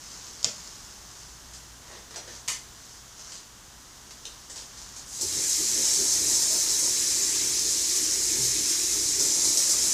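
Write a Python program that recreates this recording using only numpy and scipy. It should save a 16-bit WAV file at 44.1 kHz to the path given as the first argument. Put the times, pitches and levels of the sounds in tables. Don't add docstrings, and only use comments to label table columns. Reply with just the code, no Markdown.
import sys
import numpy as np
from scipy import signal
from scipy.fft import rfft, irfft
from scipy.io import wavfile
from scipy.ndimage import uniform_filter1d

SR = 44100
rng = np.random.default_rng(int(sys.argv[2]) if len(sys.argv) > 2 else 0)


def transcribe(signal):
    frames = np.atleast_2d(signal).T
    limited = np.clip(frames, -1, 1)
    pcm = np.round(limited * 32767).astype(np.int16)
    wavfile.write(sys.argv[1], SR, pcm)


N = 437913
T = np.arange(N) / SR


def undb(db):
    return 10 ** (np.asarray(db) / 20)


def unit(x):
    return x / np.sqrt(np.mean(x ** 2))


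def swell(rows):
    s, db = np.transpose(rows)
    return undb(np.interp(T, s, db))


def ramp(start, length):
    return np.clip((T - start) / length, 0, 1)


def humps(rows):
    power = sum(undb(db) ** 2 * np.exp(-((T - s) / length) ** 2) for s, db, length in rows)
    return np.sqrt(power)


def walk(rate):
    k = int(SR / rate)
    held = np.repeat(rng.standard_normal(N // k + 1), k)
    slewed = uniform_filter1d(uniform_filter1d(held, k), k)
    return unit(slewed[:N])


def through(x, response):
    return signal.oaconvolve(x, response)[:N]


def colour(points, size=8192):
    hz, db = np.transpose(points)
    bins = np.maximum(np.fft.rfftfreq(size, 1 / SR), 1)
    magnitude = undb(np.interp(np.log(bins), np.log(hz), db))
    cepstrum = irfft(np.log(magnitude))
    cepstrum[1:size // 2] *= 2
    cepstrum[size // 2 + 1:] = 0
    response = irfft(np.exp(rfft(cepstrum)))
    return response / np.linalg.norm(response)


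def ring(modes):
    t = T[:SR]
    response = np.zeros(len(t))
    for hz, db, t60 in modes:
        tone = np.sin(2 * np.pi * hz * t + rng.uniform(0, 2 * np.pi))
        response += undb(db) / np.sqrt(t60) * tone * np.exp(-np.log(1000) * t / t60)
    return response / np.linalg.norm(response)


ROOM_T60_S = 0.29


def room(x, direct_db, tail_db, build_s=0.0036, count=6):
    t = T[:SR // 2]
    fade = np.exp(-np.log(1000) * t / ROOM_T60_S) * (1 - np.exp(-t / build_s))
    shares = np.array([walk(rate=120) for _ in range(count)])
    shares = shares / np.linalg.norm(shares, axis=0)
    tail = sum(through(x * share, rng.standard_normal(len(t)) * fade) for share in shares)
    return undb(direct_db) * x + undb(tail_db) * tail / np.linalg.norm(fade)


def grains(rate, spread_db):
    chance = rng.random((int(rate * N / SR), 3))
    when = (chance[:, 0] * N).astype(int)
    size = undb(-spread_db * np.log(1 - .995 * chance[:, 1]))
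    sign = np.sign(chance[:, 2] - .5)
    return unit(np.bincount(when, size * sign, N))


def contacts(rows):
    out, t = np.zeros(N + SR), T[:SR // 4]
    for s, db, length in rows:
        burst = rng.standard_normal(len(t)) * np.exp(-t / length)
        start = int(s * SR)
        out[start:start + len(t)] += undb(db) * burst * np.sqrt(SR / 100) / np.linalg.norm(burst)
    return out[:N]


def bubbles(rate, cycles, spread_db, count=56):
    total = np.zeros(N)
    for hz in np.geomspace(180, 16000, count):
        resonator = signal.iirpeak(hz, max(cycles, 2), fs=SR)
        total += signal.lfilter(*resonator, grains(rate / count, spread_db))
    return unit(total)


# frequency in Hz, relative level in dB per Hz.
AIR_COLOUR = [(20, -8.5), (36, 4), (80, 0), (170, -2.5), (330, -5.5), (520, -10.5), (760, -8), (1000, -5.5),
              (1700, -8), (2450, -14.5), (3100, -9.5), (4200, -10.5), (6400, -4.5), (8500, -13),
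              (11000, -18), (15000, -22.5)]
# frequency in Hz, level in dB relative to the hum curve, rate of wavering in Hz.
HUM = [(57.5, -1.5, 4.5), (121.6, -7.3, 9)]
# time in seconds, level in dB.
HUM_LEVEL = [(0.0, -59.5), (2.38, -56.5), (3.87, -63), (6.72, -55.5), (7.36, -69), (7.44, -59), (8.54, -51),
             (8.77, -62), (8.93, -49), (9.6, -62), (9.79, -50), (9.93, -56)]


def background():
    air = through(rng.standard_normal(N), colour(AIR_COLOUR)) * undb(-48.5 + 0.48 * walk(2.26))
    hum = np.zeros(N)
    for hz, db, width in HUM:
        tone = np.sin(2 * np.pi * hz * T + .5 * walk(width))
        hum += undb(db) * unit(tone * undb(2 * walk(width)))
    return air + hum * swell(HUM_LEVEL)


# middle in seconds, level in dB, half length in seconds.
STROKES = [(.13, -44.3, .17), (.55, -44, .25), (.92, -51, .1), (1.17, -48, .14), (1.5, -54, .15),
           (1.94, -50, .07), (2.335, -44.5, .045), (2.85, -50.5, .22), (3.2, -45, .04), (3.32, -43.5, .06),
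           (4.45, -53, .5), (4.86, -46, .12), (4.977, -41.5, .016)]
# frequency in Hz, relative level in dB.
RUSTLE_COLOUR = [(200, -17.5), (1000, -10.5), (2500, -14.5), (3700, -11), (4800, -3.5), (6300, -1),
                 (7200, -4), (9000, -17), (15000, -33)]


def clothes():
    rub = grains(4000, spread_db=5.0) * humps(STROKES) * undb(0.6 * walk(20))
    return room(through(rub, colour(RUSTLE_COLOUR)), direct_db=-5, tail_db=-2.5)


# start in seconds, level in dB.
SNAPS = [(0.4297, -28), (0.445, -10.5), (.607, -41), (0.675, -36)]
# frequency in Hz, relative level in dB.
SNAP_COLOUR = [(80, -15), (450, -15), (1200, -17), (2400, -22), (3400, -1), (4900, 5.5), (7100, 6.5),
               (8500, -9), (10000, -33), (15000, -40)]
# frequency in Hz, relative level in dB.
FRAME_COLOUR = [(60, -13), (170, 12), (280, -8), (520, 2), (1100, -9), (1900, -6), (2700, -2.5), (4000, -3),
                (5500, 6.5), (8000, -6), (12000, -25)]


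def snaps(rebound_s=.00052, rebound_db=-4, frame_s=.0025, frame_db=-9):
    push = np.zeros(N)
    for s, db in SNAPS:
        for lag, gain in [(0, 1), (rebound_s, -undb(rebound_db)), (frame_s, undb(frame_db))]:
            push[int(s * SR) + int(lag * SR)] += gain * undb(db) * np.sqrt(SR / 100)
    click = room(through(push, colour(SNAP_COLOUR)), direct_db=-10.5, tail_db=-18.5)
    body = through(contacts([(s, db, .03) for s, db in SNAPS]), colour(FRAME_COLOUR))
    return click + room(body, direct_db=-16.5, tail_db=-18.5)


# start in seconds, level in dB, fade in seconds, lowest frequency in Hz,
# dull low part in dB relative to the row's level.
TOUCHES = [(1.535, -35.5, .02, 4030, -15), (2.108, -40.5, 0.0089, 2200, -2), (2.143, -41, .008, 3000, 2),
           (2.159, -30, 0.013, 4000, -6), (2.275, -39, 0.024, 3500, -0.5),
           (3.321, -35.5, 0.0033, 3000, -26), (3.355, -44, .006, 2500, -14),
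           (4.108, -40.5, 0.006, 2500, -6), (4.254, -31.8, 0.003, 2000, -16), (4.498, -30, 0.02, 5600, -15),
           (4.558, -29.5, 0.034, 4000, -12.5), (4.605, -42, 0.0072, 1500, -9),
           (4.774, -36.5, 0.0097, 4500, -23), (4.816, -39, .002, 4500, -24),
           (4.961, -30.5, 0.015, 6500, -35)]
# frequency in Hz, relative level in dB.
TOUCH_COLOUR = [(150, -17), (1200, -13), (2400, -5), (3800, -4), (6000, 1), (7200, -1), (9000, -11.5),
                (12000, -26), (15000, -35)]
# middle in seconds, level in dB, half length in seconds.
SHOVES = [(1.935, -46, .06), (2.19, -49.5, .045), (2.3, -48.5, .03)]
# frequency in Hz, relative level in dB.
SLIDE_COLOUR = [(150, -14), (450, 0.5), (620, 1.5), (750, -4), (920, -1), (1300, -10.5), (1850, -2.5),
                (2400, -11), (4000, -8.5), (9000, -37)]
# start in seconds, level in dB, contact fade in seconds.
LID_BLOWS = [(2.478, -24, 0.0044), (2.482, -17, 0.0073), (2.501, -28, 0.015), (2.533, -29.5, .015)]
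# frequency in Hz, energy in dB, t60 in seconds.
LID_MODES = [(893, -7, 0.066), (993, -1.5, .07), (1810, -3, 0.081), (2060, 1, 0.07), (2200, -2, 0.078),
             (3020, 1, .03), (3600, -1.5, 0.018), (4300, -1, 0.019), (5230, 6, 0.013), (6030, 5, .025),
             (6480, 9, .015), (7400, 11, 0.013), (8830, 2.5, 0.0082), (9500, -2, 0.013),
             (11000, -7, 0.0089)]


def cookware():
    touches = np.zeros(N)
    for s, db, length, lowest_hz, _ in TOUCHES:
        highpass = signal.butter(2, lowest_hz, "high", fs=SR, output="sos")
        touches += signal.sosfilt(highpass, contacts([(s, db, length)]))
    bright = undb(1.5) * through(touches, colour(TOUCH_COLOUR))
    dull = contacts([(s, db + dull_db, length) for s, db, length, _, dull_db in TOUCHES])
    slide = grains(400, spread_db=2) * humps(SHOVES)
    low = through(dull + slide, colour(SLIDE_COLOUR))
    lid_ring = undb(-3.5) * through(contacts(LID_BLOWS), ring(LID_MODES))
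    lid_clack = undb(-5.0) * through(contacts(LID_BLOWS), colour(TOUCH_COLOUR))
    return room(bright + low + lid_ring + lid_clack, direct_db=-7.5, tail_db=-4.5)


TAP_OPENS_S, OPENING_DB, OPENING_S, JET_LANDS_S = 5.07, -19.5, .14, 5.205


def flow():
    since_open = np.maximum(T - TAP_OPENS_S, 0)
    return ramp(TAP_OPENS_S - .03, .03) * undb(OPENING_DB * np.exp(-since_open / OPENING_S))


# start in seconds, end in seconds.
RINSES = [(5.78, 6.88), (9.16, 10.1)]
RINSE_FIZZ_DB, RINSE_SPLATTER_DB, RINSE_DRAIN_DB, RINSE_FADE_S = 0.9, -1.2, 7, .05


def rinsing():
    return sum(ramp(start, RINSE_FADE_S) - ramp(end, RINSE_FADE_S) for start, end in RINSES)


# start in seconds, level in dB, fade in seconds.
SPLASHES = [(5.211, -14.3, .02), (5.476, -16, .08), (5.845, -13.3, .04), (5.99, -18, .02),
            (6.11, -17.5, .02), (6.283, -15.5, .03), (6.42, -17, .015), (6.508, -12, .05),
            (6.792, -16, .008), (7.958, -18, .008), (8.429, -13, .018), (8.695, -15.5, 0.0073),
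            (9.195, -15.5, 0.016), (9.32, -18, .02), (9.445, -12.5, .025), (9.573, -11, 0.012),
            (9.695, -9.5, 0.019), (9.825, -14, 0.008)]
# frequency in Hz, relative level in dB.
FIZZ_COLOUR = [(1000, -40), (3000, -25), (3550, -19.5), (4000, -10.5), (4500, -9.5), (5400, -3.5),
               (6500, -1), (7350, -2), (8200, -7), (10000, -13), (12500, -20.5), (15000, -25.5)]
# frequency in Hz, relative level in dB.
SPLATTER_COLOUR = [(150, -12), (700, -20.5), (1100, -6.5), (1450, -9), (1700, -1), (2300, 1), (2900, -2),
                   (4000, 3.5), (7000, -27)]
FIZZ_DB, SPLATTER_DB = -25.25, -42.7


def water():
    jet, held = flow(), rinsing()
    fizz_gain = jet * undb(FIZZ_DB + RINSE_FIZZ_DB * held)
    fizz = bubbles(rate=24000, cycles=6.6, spread_db=3.5) * fizz_gain
    spurts = undb(-5.0) * contacts(SPLASHES)
    splatter_gain = jet * undb(SPLATTER_DB + RINSE_SPLATTER_DB * held + 0.79 * walk(16))
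    splatter = bubbles(rate=8000, cycles=9.7, spread_db=2.5) * splatter_gain
    fine = through(fizz + spurts, colour(FIZZ_COLOUR))
    coarse = undb(1.5) * through(splatter, colour(SPLATTER_COLOUR))
    flutter = undb(0.29 * walk(35))
    return room((fine + coarse) * flutter, direct_db=-7, tail_db=-3.0)


# middle in seconds, level in dB, half length in seconds.
GULPS = [(5.24, -42.5, .028), (5.395, -42, 0.043), (5.612, -41, .028), (5.785, -38, .035),
         (6.02, -40.5, .042), (6.26, -39, .05), (8.39, -44.5, .09), (8.6, -46, .06), (9.0, -44.5, .06),
         (9.23, -44, 0.066), (9.48, -41.5, 0.027)]
# start in seconds, level in dB, pitch in Hz.
BUMPS = [(5.235, -40.5, 84), (8.385, -33, 128.6), (8.41, -44, 106)]
# frequency in Hz, energy in dB, t60 in seconds.
BASIN_MODES = [(88, -8, 0.51), (133.5, -11.5, 0.3), (171.6, -13.5, 0.24), (214, -11.5, 0.21),
               (240, -7.5, 0.38), (299.1, -0.5, 0.29), (317, -2, 0.32), (339, -3, 0.44),
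               (356.4, -0.5, 0.23), (397.8, -3, 0.22), (437, -5.5, 0.32), (485, -17, 0.17),
               (505, -17.5, .25), (543.7, -11.5, 0.42), (640, -17.5, 0.082), (894, -12.5, 0.13)]
DRUM_DB, DRUM_START_DB, DRUM_BUILD_S = -46.3, -7, 1.8


def basin(wobble_db=1.1):
    build_db = DRUM_START_DB * (1 - ramp(JET_LANDS_S, DRUM_BUILD_S))
    steady = ramp(JET_LANDS_S, .02) * undb(DRUM_DB + build_db + wobble_db * walk(26))
    drops = unit(through(grains(1500, spread_db=2.0), ring(BASIN_MODES)))
    drum = drops * np.hypot(steady, humps(GULPS))
    for s, db, hz in BUMPS:
        t = np.maximum(T - s, 0)
        envelope = (1 - np.exp(-t / 0.019)) * np.exp(-t / 0.071)
        drum += undb(db) * np.sin(2 * np.pi * hz * t) * envelope
    return drum


# frequency in Hz, relative level in dB.
GURGLE_COLOUR = [(120, -10), (200, 2), (420, -1.5), (540, 3.5), (640, 2.5), (780, -7.5), (910, 5.5),
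                 (1050, -4.5), (1300, -1), (1800, -13.5), (3000, -18.5)]
DRAIN_DB = -58
RUNOFF_DB, RUNOFF_LAG_S, RUNOFF_S = -42, .02, .035


def drain(wobble_db=1.4):
    gurgle = unit(through(bubbles(rate=2500, cycles=13.3, spread_db=3), colour(GURGLE_COLOUR)))
    steady = ramp(JET_LANDS_S, 0.057) * undb(DRAIN_DB + wobble_db * walk(14))
    runoff = humps([(s + RUNOFF_LAG_S, db + RUNOFF_DB, RUNOFF_S) for s, db, _ in SPLASHES])
    gain = np.hypot(steady, runoff) * undb(RINSE_DRAIN_DB * rinsing())
    return room(gurgle * gain, direct_db=-2.5, tail_db=-2)


def scene():
    mono = background() + clothes() + snaps() + cookware() + water() + basin() + drain()
    return np.array([mono, mono])


TOP_HZ = 15200


def record(dry):
    return signal.sosfilt(signal.ellip(8, .2, 70, TOP_HZ, fs=SR, output="sos"), dry)


dry = scene()
out = record(dry)
transcribe(out)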